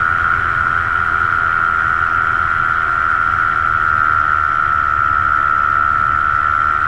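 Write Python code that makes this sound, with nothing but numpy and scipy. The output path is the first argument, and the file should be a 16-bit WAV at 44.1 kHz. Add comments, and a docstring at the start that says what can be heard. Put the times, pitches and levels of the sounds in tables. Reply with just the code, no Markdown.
"""A paramotor in flight, heard at the pilot. Airstream buffets the microphone, harder over the first second or two.
Throughout, each turn of the two-stroke sounds a short honk near 1.4 kHz, probably at the air intake, over
muffled exhaust lines; the geared-down propeller hums and chops noise bands of rushing air at its blade rate.
The crank slows gently from 84 to 80 turns/s by 3.5 s, the throttle eases it to 73 by 5 s, then it regains 76.
"""
import sys
import numpy as np
from scipy import signal
from scipy.fft import rfft, irfft, next_fast_len
from scipy.io import wavfile

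SR = 44100
rng = np.random.default_rng(int(sys.argv[2]) if len(sys.argv) > 2 else 0)


def waveform_to_disk(signal):
    """Save audio, clipped to [-1, 1], as 16-bit WAV at the path in sys.argv[1]."""
    frames = np.transpose(np.atleast_2d(signal))
    scaled = np.clip(frames, -1, 1) * 32767
    samples = np.round(scaled).astype(np.int16)
    wavfile.write(sys.argv[1], SR, samples)


N = 302967
TIME_S = np.arange(N) / SR
FFT_SIZE = next_fast_len(N)
BINS_HZ = np.fft.rfftfreq(FFT_SIZE, 1 / SR)

REFERENCE_CRANK_HZ = 80  # relative speed 1
START_TURNS = 0.2872  # crank angle at t = 0
BLADES_PER_TURN = 0.7812  # blade passages per crank turn, after gearing
EARLY_GUST_DB, GUST_SETTLE_S = 2.5, 1.2
GUST_SPREAD_DB, GUST_RATE_HZ = 0.5, 2.2
TOP_HZ = 14500

# wind on the microphone, before gusts: f/Hz, density/dB per Hz
BUFFET_SPECTRUM = [(10, -61.5), (35, -57), (62, -56.5), (85, -49), (120, -53.5), (170, -68.5), (260, -68),
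                   (500, -74.5), (1200, -90.5), (5000, -125)]
# air ringing in frame and cage, at relative speed 1: f/Hz, width/Hz, density/dB per Hz,
# moment/blade passage (0-1), chop depth/1, power of speed/1
AIR_RESONANCES = [ (350, 85, -69.5, 0, 0.17, 3.8), (728, 142, -66.5, .4, 0.57, 1.4),
                  (1154, 253, -61.5, .5, 0.46, 4), (1410, 225, -48, .55, .3, 3),
                  (1810, 285, -57.5, 0.1, 0.28, 0.33), (2235, 265, -67, 0.5, 0.5, 2.8),
                  (2576, 280, -73, .55, 0.27, 1.2), (3070, 407, -72.5, .55, 0.49, 2.3),
                  (3750, 1150, -84, 0.3, 0.22, 1.5), (5420, 1140, -88.5, .17, .17, .7),
                  (7500, 1800, -93.8, .2, .18, 1.6), (10100, 2600, -100.5, .3, .24, 2.8),
                  (12700, 2600, -107, .33, .24, 1.7), ]
# propeller harmonics, before boost and speed: multiple of blade rate/1, rms level/dB
BLADE_HARMONICS = [(1, -50.5), (2, -46.5), (3, -47.5), (4, -52.5), (5, -51.5), (6, -48), (7, -58.5),
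                   (8, -55), (9, -61), (10, -53), (11, -48.5), (12, -48), (14, -53), (15, -48.5),
                   (16, -60.5), (17, -61), (18, -49), (19, -46), (21, -42), (22, -51.5), (23, -51),
                   (24, -47.5), (28, -49.5), (31, -47)]
# engine harmonics outside the honk, shaped by pipe and silencer: f/Hz, rms level of a line/dB
EXHAUST_RESPONSE = [(80, -38.5), (160, -64.5), (320, -51), (470, -64), (600, -51), (740, -47.5),
                    (850, -67.5), (1000, -60), (1140, -40.5), (1350, -61), (1545, -30), (1620, -58.5),
                    (1940, -49), (2300, -69)]
# crank speed under the throttle: t/s, f/Hz
CRANK_SPEED = [(0.0, 84.35), (0.49, 84.74), (1.83, 82.39), (2.74, 81.7), (3.54, 80.45), (4.07, 76.76),
               (4.49, 75.38), (4.66, 73.9), (4.99, 72.96), (6.34, 74.3), (6.87, 76.11)]
# intake honk: t/s, level/dB
HONK_LEVEL_CURVE = [(0.0, -14.5), (0.75, -16.5), (1.5, -15), (3.6, -16), (3.95, -13.9), (4.5, -16),
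                    (5.65, -15), (6.87, -15.5)]


def undb(db):
    """Decibels to amplitude gain."""
    return 10 ** (np.asarray(db) / 20)


def shape_db(points, hz):
    """Interpolate (f/Hz, level/dB) points on a log-frequency axis."""
    at_hz, db = np.transpose(points)
    return np.interp(np.log(hz + 1e-3), np.log(at_hz), db)


def resonance(hz, centre_hz, width_hz):
    """Amplitude gain of a flat-topped resonance, -3 dB at half the width either side."""
    return 1 / np.sqrt(1 + (2 * (hz - centre_hz) / width_hz) ** 4)


def noise(density):
    """Gaussian noise with the given amplitude per root Hz at BINS_HZ."""
    spectrum = rfft(rng.standard_normal(FFT_SIZE)) * density
    return irfft(spectrum, FFT_SIZE)[:N] * np.sqrt(SR / 2)


def walk(rate_hz):
    """Smooth random drift, zero mean, unit spread, changing about rate_hz times a second."""
    drift = noise(resonance(BINS_HZ, 0, rate_hz) ** 2)
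    return (drift - drift.mean()) / drift.std()


def harmonics(turns, lines, waver_db):
    """Sines at multiples of a rotation, each wavering in level on its own."""
    out = np.zeros(N)
    for multiple, db in lines:
        level = undb(db + waver_db * walk(9))
        out += level * np.sin(2 * np.pi * (multiple * turns + rng.random()))
    return np.sqrt(2) * out  # levels are rms


def chop(passes, depth):
    """Turbulence gain peaking as each blade goes by; unit mean power."""
    gate = np.exp(depth * np.cos(2 * np.pi * passes))
    return gate / np.sqrt(np.mean(gate ** 2))


def gusts():
    """Buffeting level in dB: stronger at first, then settled, with random swells."""
    early_db = EARLY_GUST_DB * np.exp(-(TIME_S / GUST_SETTLE_S) ** 2)
    return early_db + GUST_SPREAD_DB * walk(GUST_RATE_HZ)


def wind(turns, gust_db):
    """Low-heavy turbulence noise on the microphone, gusty and pumped by the blades."""
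    rumble = noise(undb(shape_db(BUFFET_SPECTRUM, BINS_HZ)))
    pumped = rumble * chop(BLADES_PER_TURN * turns, depth=0.07)
    return pumped * undb(gust_db + 0.47 * walk(2.6))


def swish(passes, speed):
    """Each airflow resonance peaks at its own point of the blade's sweep and grows with speed."""
    out = np.zeros(N)
    for hz, width_hz, db, moment, depth, power in AIR_RESONANCES:
        air = undb(db + 1.0 * walk(39)) * noise(resonance(BINS_HZ, hz, width_hz))
        out += air * chop(passes - moment, depth) * speed ** power
    return out


def propeller(turns, hz, boost_db=10):
    """Blade harmonics, chopped air and frame shudder; blades wander slightly against the crank."""
    passes = BLADES_PER_TURN * turns + 0.0099 * walk(4)
    speed = hz / REFERENCE_CRANK_HZ
    lines = []
    for multiple, db in BLADE_HARMONICS:
        # harmonics swell as they slide through the honk's resonance
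        boost = boost_db * resonance(multiple * BLADES_PER_TURN * hz, 1380, 160)
        lines.append((multiple, db + boost))
    tones = harmonics(passes, lines, waver_db=2.0) * speed ** 1.4
    # crank and blades beat against each other and shake the frame
    shudder = undb(-36) * np.sin(2 * np.pi * (turns - passes))
    return tones + swish(passes, speed) + shudder


def honk(turns, hz, ring_hz, rise, swell_s, shorten, scatter_db, jitter_s):
    """Once a turn the port opens and the airbox tone swells and dies; shorter and higher with speed."""
    chance = rng.standard_normal((int(turns[-1]) + 4, 2))  # per turn: timing, level
    speed = hz / REFERENCE_CRANK_HZ
    out = np.zeros(N)
    for neighbour in range(3):  # skirts of successive bursts overlap
        turn = np.round(turns).astype(int) + neighbour
        age_s = (turns + 1 - turn) / hz + jitter_s * chance[turn, 0]
        level = undb(scatter_db * chance[turn, 1])
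        swell = level / np.cosh(age_s * speed ** shorten / swell_s)
        out += swell * np.sin(2 * np.pi * ring_hz * speed ** rise * age_s)
    return out / out.std()


def engine(turns, hz, honk_db, count=29):
    """Intake honk over quiet exhaust harmonics, which slide through fixed resonances."""
    intake = honk(turns, hz, ring_hz=1374, rise=0.23, swell_s=0.0014, shorten=3.2,
                  scatter_db=0.16, jitter_s=0.00001)
    lines = [(k, shape_db(EXHAUST_RESPONSE, k * hz)) for k in range(1, count + 1)]
    exhaust = harmonics(turns, lines, waver_db=1.5)
    return undb(honk_db) * intake + exhaust


def scene():
    """One crank speed drives engine, propeller and the pumping of the wind."""
    hz = np.interp(TIME_S, *np.transpose(CRANK_SPEED))
    honk_db = np.interp(TIME_S, *np.transpose(HONK_LEVEL_CURVE))
    turns = np.cumsum(hz) / SR + START_TURNS
    mix = wind(turns, gusts()) + propeller(turns, hz) + engine(turns, hz, honk_db)
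    return mix[None]


def record(dry):
    """2 ms sine fades at both ends, then a steep low-pass at TOP_HZ."""
    edge_s = np.minimum(TIME_S, TIME_S[-1] - TIME_S)
    ease = np.sin(np.pi / 2 * np.clip(edge_s / 0.002, 0, 1))
    low_pass = signal.ellip(8, 0.2, 70, TOP_HZ, fs=SR, output="sos")
    return signal.sosfilt(low_pass, dry * ease)


dry = scene()
out = record(dry)
waveform_to_disk(out)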